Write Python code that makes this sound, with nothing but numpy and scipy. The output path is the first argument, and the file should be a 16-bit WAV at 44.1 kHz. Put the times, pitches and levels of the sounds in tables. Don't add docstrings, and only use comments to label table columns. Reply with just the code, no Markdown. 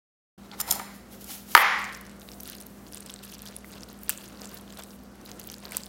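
import sys
import numpy as np
from scipy import signal
from scipy.io import wavfile

SR = 44100
rng = np.random.default_rng(int(sys.argv[2]) if len(sys.argv) > 2 else 0)


def master_out(mix):
    frames = np.transpose(np.atleast_2d(mix))
    ceiling = np.clip(frames, -1, 1)
    pcm = np.round(ceiling * 32767).astype(np.int16)
    wavfile.write(sys.argv[1], SR, pcm)


def gain_from_db(level_db):
    decades = np.asarray(level_db, float) / 20
    return 10 ** decades


N = 259484


def rms_one(x):
    return x / np.sqrt(np.mean(x ** 2) + 1e-20)


def drift(rate):
    r = np.exp(-80 * np.pi * rate / SR)
    slow = signal.lfilter([1], [1, -2 * r, r * r], rng.standard_normal(N // 40 + 2002))[2000:]
    return np.interp(np.arange(N) / 40, np.arange(len(slow)), rms_one(slow))


def ring(clicks, hz, t60):
    r = gain_from_db(-60 / (t60 * SR))
    w = 2 * np.pi * hz / SR
    return signal.lfilter([0, np.sin(w)], [1, -2 * r * np.cos(w), r * r], clicks + 1e-18)


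def band(x, low_hz, high_hz):
    edges = [low_hz, min(high_hz, .45 * SR)]
    return signal.sosfilt(signal.butter(2, edges, "band", fs=SR, output="sos"), x)


def coloured(spectrum, patchy_db, rate):
    hz, db = np.transpose(spectrum)
    edges = hz[0] * 2 ** np.arange(0, np.log2(hz[-1] / hz[0]) + .5, .5)
    white, out, together = rng.standard_normal((2, N)), 0, drift(rate)
    for k, (low, high) in enumerate(zip(edges, edges[1:])):
        level_db = np.interp(np.log(low * high) / 2, np.log(hz), db)
        flicker_db = patchy_db * (together + drift(rate))
        out = out + gain_from_db(level_db + flicker_db) * band(white[k % 2], low, high)
    return rms_one(out)


def struck(times, level_db, modes, spread_db, contact):
    at, out = np.round(np.asarray(times) * SR).astype(int), np.zeros(N)
    chance = rng.standard_normal((len(at), len(modes)))
    t = np.arange(256) / SR
    for k, (hz, mode_db, t60) in enumerate(modes):
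        clicks = np.zeros(N)
        clicks[at] = gain_from_db(level_db + mode_db + spread_db * chance[:, k])
        ragged = 1 + .5 * rng.standard_normal(256)
        push = ragged * np.cos(2 * np.pi * hz * t + k) * np.exp(-t / contact)
        push = push / np.abs(np.sum(push * np.exp(-2j * np.pi * hz * t)))
        out += ring(signal.oaconvolve(clicks, push)[:N], hz, t60)
    return out


def cracks(times, level_db, decay, low_hz):
    out = np.zeros(N + 512)
    bursts = rng.standard_normal((len(times), 512)) * np.exp(-np.arange(512) / SR / decay)
    bursts[:, :2] += [2.0, -2.0]
    for s, db, burst in zip(times, level_db, bursts):
        at = round(s * SR)
        out[at:at + 512] += gain_from_db(db) * burst
    return band(out[:N], low_hz, 17400)


def strokes(rows):
    rise_share, edge_db, roundness, rest_db = 0.51, 10.5, 1.1, -71
    t = np.arange(0, N + 64, 64) / SR
    s, db, length, dull_db = np.transpose(rows)[:, :, None]
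    away = np.where(t < s, (s - t) / rise_share, t - s) / np.maximum(length, .01)
    power = gain_from_db(2 * (db - edge_db * away ** roundness))
    levels = []
    for offset_db in (0, dull_db):
        total = gain_from_db(2 * rest_db) + np.sum(power * gain_from_db(2 * offset_db), axis=0)
        levels.append(np.interp(np.arange(N) / SR, t, 10 * np.log10(total)))
    return levels


# pitch_hz, level_db, t60_s
STICK_MODES = [(3400, -20, .012), (5270, -10, .02), (7180, -6, .022), (9250, -6, .02), (11480, -4, .016),
               (13850, -4, .013), (15400, -11, .01)]


def lasting_modes():
    return [(hz * pair, mode_db - 28 - hz / 1000, 30.0 * t60)
            for hz, mode_db, t60 in STICK_MODES[1:5] for pair in (.975, .995, 1.02)]


# start_s, peak_db
CLINKS = [(0.592, -36), (0.6006, -16), (0.6028, -10), (.6085, -16), (0.6127, -11.5), (0.6782, -25),
          (.689, -27), (0.7015, -21), (0.704, -23), (0.7088, -5), (0.7118, -1.5), (.7240, -9.5),
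          (0.7313, -18), (0.748, -32), (.753, -23), (.757, -30), (0.795, -26), (1.210, -34), (1.243, -27.5)]


def clinks():
    s, db = np.transpose(CLINKS)
    rings = struck(s, db - 8, STICK_MODES + lasting_modes(), spread_db=3, contact=.0002)
    return gain_from_db(-0.5) * rings + cracks(s, db - 9.0, decay=0.0017, low_hz=3500)


def chatter():
    start_s, first_gap_s, gap_growth = 1.5502, .0155, .85
    first_db, touch_loss_db, follow_s, follow_db = -3, 1.5, .0035, -5
    touch, second = np.divmod(np.arange(16), 2)
    bounce_s = first_gap_s * (gap_growth ** touch - 1) / (gap_growth - 1)
    s = start_s + bounce_s + second * follow_s * rng.uniform(.7, 1.4, 16)
    db = first_db - touch_loss_db * touch + follow_db * second + 1.3 * rng.standard_normal(16)
    lasting = lasting_modes()
    gripped = struck(s, db + 1, STICK_MODES[3:] + lasting[6:], spread_db=4, contact=.0012)
    after = struck(s[:1], db[0], lasting, spread_db=2, contact=.0002)
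    edges = cracks(s, db - 10, decay=.0018, low_hz=10000)
    return gain_from_db(2.0) * after + gain_from_db(-14.0) * band(gripped, 8200, 18000) + edges


# start_s, peak_db
KNOCKS = [(.534, -33), (0.6, -20), (0.609, -26), (.682, -58.5), (.700, -36), (0.721, -23.5), (0.734, -31),
          (0.796, -22), (0.801, -25.5), (1.5501, 12), (1.5651, 0), (1.5757, 3)]
# pitch_hz, level_db, t60_s
COUNTER_MODES = [(400, -15, 0.013), (763, -14.5, 0.018), (937, -2.5, 0.034), (1163, 7.5, 0.006),
                 (1228, 1.5, 0.019), (1520, 9, 0.004), (1760, -11, 0.04), (2283, -2.5, 0.0092),
                 (3146, 0.5, 0.0034), (4400, 0, 0.0014)]


def knocks():
    s, db = np.transpose(KNOCKS)
    rings = band(struck(s, db - 6, COUNTER_MODES, spread_db=2, contact=.0005), 260, 18000)
    pulses = np.zeros(N)
    pulses[np.round(s * SR).astype(int)] = gain_from_db(db)
    return gain_from_db(-0.9) * rings + cracks(s, db - 21.5, decay=0.0017, low_hz=1450), pulses


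# peak_s, rub_db, length_s, scrape_db (mat scrape relative to the rub)
MOVES = [(.45, -63, .07, 7), (.54, -64, .05, 17.5), (.60, -42, .04, -3.5), (.69, -37.5, .04, -1),
         (.74, -35.5, .05, -3.5), (.83, -50, .1, 2), (.946, -52, .05, -9.5), (1.132, -48, .05, -9.5),
         (1.216, -46.5, .03, -19.5), (1.31, -36.5, .08, -15), (1.52, -39.5, .07, -14.5)]
# pitch_hz, level_db (per Hz)
RUB_SPECTRUM = [(880, -37), (1500, -8), (2160, -5.5), (2370, 5), (3380, -5), (6830, 1.5), (7840, -4),
                (11400, 1.5), (16000, -0.5)]
# pitch_hz, width_hz, level_db
MAT_SCRAPE = [(819, 42, -6), (1053, 250, -8), (1380, 100, -6.5), (2100, 600, -10.5), (4000, 1500, -5.5)]


def slide():
    rub_db, scrape_db = strokes(MOVES)
    on = np.interp(np.arange(N) / SR, [1.6, 1.75], [1, 0])
    rub = coloured(RUB_SPECTRUM, patchy_db=0.74, rate=64)
    rub = rub + gain_from_db(-23.5) * rms_one(sum(ring(rub, hz, 0.016) for hz, db, t60 in STICK_MODES))
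    grit = rng.standard_normal(N) * gain_from_db(3.0 * drift(60))
    scrape = sum(gain_from_db(db) * rms_one(ring(grit, hz, 2.2 / width)) for hz, width, db in MAT_SCRAPE)
    return on * (gain_from_db(rub_db) * rub + gain_from_db(scrape_db - 0.5) * scrape)


# start_s, peak_db
THUDS = [(.683, -31), (.714, -30), (.731, -30.5), (.756, -32), (.797, -33), (.813, -36.5), (.826, -36.5)]
# pitch_hz, level_db, t60_s
MAT_MODES = [(744.4, 0, 0.035), (940, -4.5, 0.076)]


def mat():
    s, db = np.transpose(THUDS)
    return struck(s, db, MAT_MODES, spread_db=2, contact=.002)


def drizzle(level_db, low_hz, high_hz, cycles, per_s):
    sizes = gain_from_db(3.7 * np.minimum(rng.exponential(1, N), 3)) * rng.choice([-1, 1], N)
    pace = per_s * gain_from_db(.5 * (level_db + 58) + 7.8 * drift(40))
    born = rng.random(N) < pace / SR
    pitches, dealt = np.geomspace(low_hz, high_hz, 10), rng.integers(0, 10, N)
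    rings = sum(ring(sizes * born * (dealt == k), hz, cycles / hz) for k, hz in enumerate(pitches))
    return gain_from_db(level_db) * rms_one(rings / gain_from_db(.25 * (level_db + 55)))


def pop(hz, ragged, cycles):
    t = np.arange(256) / SR
    span = np.clip(cycles / hz, .00025, .0012)
    swell = t / span * np.exp(1 - t / span)
    side = 1.7 * np.sin(2 * np.pi * hz * 1.35 ** ragged[0] * t) * np.exp(-t / span)
    return swell * np.sin(2 * np.pi * hz * t + ragged[1]) + side


def strays(bright_db):
    per_s, mean_db, spread_db, low_hz, high_hz = 100, -36, 5, 3000, 15300
    luck, size, pitch = rng.random((3, N))
    pace = per_s * gain_from_db(1.3 * np.minimum(bright_db + 57, 1.5))
    first = round(1.75 * SR)
    at = np.flatnonzero((luck < pace / SR)[first:-600]) + first
    db = mean_db + .3 * (bright_db[at] + 53) + spread_db * np.log(size[at] + .05)
    hz = low_hz * (high_hz / low_hz) ** pitch[at] ** .7
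    return list(zip(at / SR, db, hz))


# start_s, peak_db, pitch_hz
CREAKS = [
    (0.5151, -33, 3520),
    (0.5175, -36, 4200),
]
# start_s, peak_db, pitch_hz
POPS = [(1.8432, -28.5, 7540), (1.9494, -29.5, 5730), (2.2887, -29.5, 3700), (2.3177, -31.5, 5340),
        (2.4028, -30.5, 6100), (2.4568, -33.5, 4410), (2.9342, -31.5, 5800), (2.981, -33, 7800),
        (3.0971, -30.5, 3430), (3.1009, -29.5, 3360), (3.1617, -35, 4030), (3.3388, -33, 5860),
        (3.3927, -35, 5560), (3.4746, -33, 4780), (3.4873, -31.5, 5430), (3.6454, -34.5, 2000),
        (3.834, -29, 5400), (4.1764, -27, 7155), (4.4182, -30, 5030), (4.4465, -32, 7760),
        (4.4565, -28, 7320), (4.773, -34, 4020), (4.8364, -30.5, 7870), (5.3159, -27, 6200),
        (5.415, -34, 4600), (5.5005, -27.5, 5850), (5.5419, -29.5, 4950), (5.654, -29, 4530),
        (5.8354, -29, 4880), (5.8653, -34.5, 3720),
        (2.012, -30, 11900), (2.1146, -43, 8140), (2.4066, -27.5, 12800), (2.4338, -25, 14600),
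          (2.4763, -27, 11400), (2.499, -24, 13900), (2.605, -32.5, 12490), (2.6127, -30.5, 9300),
          (2.667, -30, 13200), (2.925, -32, 11100), (2.9463, -26, 9100), (2.973, -31, 8480),
          (3.0063, -28, 9300), (3.0623, -28.5, 8400), (3.1077, -33, 12030), (3.1402, -27.5, 8100),
          (3.4202, -29.3, 12300), (3.5654, -24.5, 10200), (4.0343, -27, 14000), (4.5436, -25.5, 15630),
          (4.5557, -41, 10900), (4.789, -30.5, 12100), (4.8121, -40, 11970), (5.3974, -25.5, 13300),
          (5.432, -37, 11100), (5.473, -23, 15900), (5.518, -29, 12600), (5.7762, -36, 10500),
          (5.8603, -33.6, 15000), (3.7181, -36, 8600)]


def bursts(bright_db):
    out = np.zeros(N + 256)
    pops = POPS + strays(bright_db)
    rows = CREAKS + pops
    chance = np.clip(rng.standard_normal((len(rows), 2)), -1.5, 1.5)
    for (s, db, hz), ragged in zip(rows, chance):
        at = round((s - .0004) * SR)
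        out[at:at + 256] += gain_from_db(db - 1.6) * pop(hz, ragged, cycles=1.43)
    s, db, hz = np.transpose(pops)
    return out[:N] + cracks(s - .0003, db - 12.5, decay=0.0018, low_hz=3000)


# peak_s, crackle_db, length_s, squelch_db (relative to the crackle)
STROKES = [(1.82, -54, 0.28, -4), (2.07, -64, 0.085, -14), (2.22, -63, .04, -12), (2.31, -59.5, 0.06, -12),
           (2.496, -43.5, 0.073, -24), (2.61, -57, 0.045, -5), (2.78, -67, 0.04, 3),
           (2.87, -58.5, 0.042, -15.5), (2.97, -54.5, 0.14, -12), (3.11, -54, 0.11, -1.5),
           (3.235, -48, 0.043, -9), (3.31, -51.5, 0.091, -7), (3.461, -46.5, 0.076, -7.5),
           (3.57, -60, 0.11, -5), (3.733, -51.5, 0.075, -4.5), (3.91, -59.5, .1, -0.5),
           (4.106, -42, 0.037, -10.5), (4.2, -52, 0.18, -11), (4.33, -62, 0.11, 1.5),
           (4.432, -47.5, 0.05, -3.5), (4.54, -51.5, 0.097, -2.5), (4.71, -53, 0.041, -18),
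           (4.794, -50, 0.049, 4.5), (4.91, -60.5, 0.071, -5), (5.275, -51, 0.069, -2),
           (5.39, -53, 0.1, -14), (5.51, -52.5, .07, -13), (5.65, -55.5, 0.098, 2),
           (5.74, -41.5, 0.065, -5.5), (5.85, -58, 0.042, 1.5)]
# pitch_hz, level_db (per Hz)
WET_SPECTRUM = [(470, -45), (800, -46), (1420, 20), (2180, -11), (3380, -12), (4240, 8), (8770, -10.5),
                (14800, 1.5), (16000, -13.5)]


def food():
    bright_db, dull_db = strokes(STROKES)
    on = np.interp(np.arange(N) / SR, [1.6, 1.75], [0, 1])
    small = gain_from_db(-.5) * drizzle(bright_db, 2800, 14500, cycles=14.0, per_s=450)
    squelch = gain_from_db(2.0) * drizzle(dull_db, 580, 3350, cycles=3.1, per_s=280)
    hiss = gain_from_db(bright_db - 8) * coloured(WET_SPECTRUM, patchy_db=1.5, rate=20)
    return bursts(bright_db) + on * (small + squelch + hiss)


# start_s, crack_db, hollow_hz, hollow_db
SNAPS = [
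    (4.0940, -25, 1680, -17.5),
    (4.0942, -11.5, 940, -30.5),
    (4.1000, -18, 2744, -17.5),
    (4.1064, -32, 7300, -20),
    (4.114, -44, 5220, -38),
    (5.721, -29.5, 2174, -25),
    (5.769, -15.5, 987, -31.5),
]


def snaps():
    hollow = 0
    for s, crack_db, hz, hollow_db in SNAPS:
        hollow = hollow + struck([s], hollow_db, [(hz, 0, 14 / hz)], spread_db=0, contact=.0003)
    s, db = np.transpose(SNAPS)[:2]
    return cracks(s, db + 5, decay=0.0007, low_hz=5760) + hollow


# start_s, length_s, hiss_db
DRAGS = [
    (2.195, 0.32, -55.5),
    (2.663, 0.25, -61),
    (3.27, 0.069, -59.5),
    (3.64, 0.066, -53),
    (3.995, .08, -54.5),
    (4.224, 0.17, -64),
    (4.621, 0.16, -68.5),
    (4.847, 0.12, -56),
    (5.578, 0.15, -66),
]


def drags():
    t = np.arange(N) / SR
    gate = 0
    for s, length, db in DRAGS:
        fade_in = np.clip((t - s) / 0.021, 0, 1)
        stop = np.clip((s + length - t) / 0.0051, 0, 1)
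        gate = gate + gain_from_db(db) * fade_in * stop
    return gate * rms_one(band(rng.standard_normal(N), 8100, 20000))


# pitch_hz, level_db (for the knocks), t60_s
TAIL = [(350, -33.5, 0.54), (674, -17, 0.73), (1031, -0.5, 0.58), (1362, 3, 0.65), (1875, 3, 0.66),
        (2870, -11.5, 0.6), (4200, -24, 0.67), (6235, -32.5, 0.4), (8600, -20, 0.36), (12240, -18, 0.22)]


def echoes():
    t = np.arange(SR) / SR
    thick = np.clip(.06 + 8.0 * t, 0, 1)
    arrivals = rng.standard_normal(SR) * (rng.random(SR) < thick)
    rise = np.clip(t / 0.0045, 0, 1)
    return np.array([gain_from_db(-60 * t / t60) * band(arrivals, hz / 1.322, hz * 1.17) * rise
                     for hz, db, t60 in TAIL])


def kitchen(near, pulses):
    bands = echoes()
    boom = gain_from_db(np.array(TAIL)[:, 1]) @ bands
    knock_tail = gain_from_db(-10) * signal.fftconvolve(pulses, boom)[:N]
    return knock_tail + gain_from_db(-38.5) * signal.fftconvolve(near, bands.sum(axis=0))[:N]


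# pitch_hz, level_db (rms)
HUM = [(59.2, -58.5), (118.4, -65), (172.3, -64.5), (199.2, -51.5), (203.5, -71), (241.5, -61)]
# pitch_hz, level_db (per Hz)
AIR_SPECTRUM = [(24, -39.5), (40, -6.5), (151, -8.5), (215, -2.5), (790, -12.5), (852, -14.5), (965, -16.5),
                (1150, -20), (1410, -13), (1630, -27), (1760, -22.5), (4030, -28.5), (5310, -27.5),
                (16000, -34.5)]


def fridge():
    t = np.arange(N) / SR
    lines = 0
    for hz, db in HUM:
        level = gain_from_db(db + 3 + 1.5 * drift(3))
        lines = lines + level * np.sin(2 * np.pi * hz * t + .5 * drift(2))
    return lines + gain_from_db(-50.5) * coloured(AIR_SPECTRUM, patchy_db=0.82, rate=2.7)


def scene():
    knock, pulses = knocks()
    near = clinks() + chatter() + slide() + mat() + food() + snaps() + drags()
    return (near + knock + kitchen(near, pulses) + fridge())[None]


def roll_off(x):
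    return signal.sosfilt(signal.butter(12, 16440, fs=SR, output="sos"), x)


def record(dry):
    start_s, recovery_db_per_s, smooth_s = 0.377, 45, 0.027
    t = np.arange(N) / SR
    over_db = np.maximum(20 * np.log10(np.abs(dry[0]) + 1e-9) + 2.0, 0)
    fall_db = recovery_db_per_s * t
    held_db = np.maximum.accumulate(over_db + fall_db) - fall_db
    r = np.exp(-1 / (smooth_s * SR))
    duck_db = signal.lfilter([1 - r], [1, -r], np.maximum(held_db, 0))
    dry = signal.sosfilt(signal.ellip(8, .3, 40, 15900, fs=SR, output="sos"), dry)
    dry = signal.sosfilt(signal.butter(4, 46, "high", fs=SR, output="sos"), dry)
    clipped = np.clip(dry * gain_from_db(-.6 * duck_db), -1, 1)
    mix = clipped * np.clip((t - start_s) / 0.0045, 0, 1)
    return roll_off(mix)


dry = scene()
out = record(dry)
master_out(out)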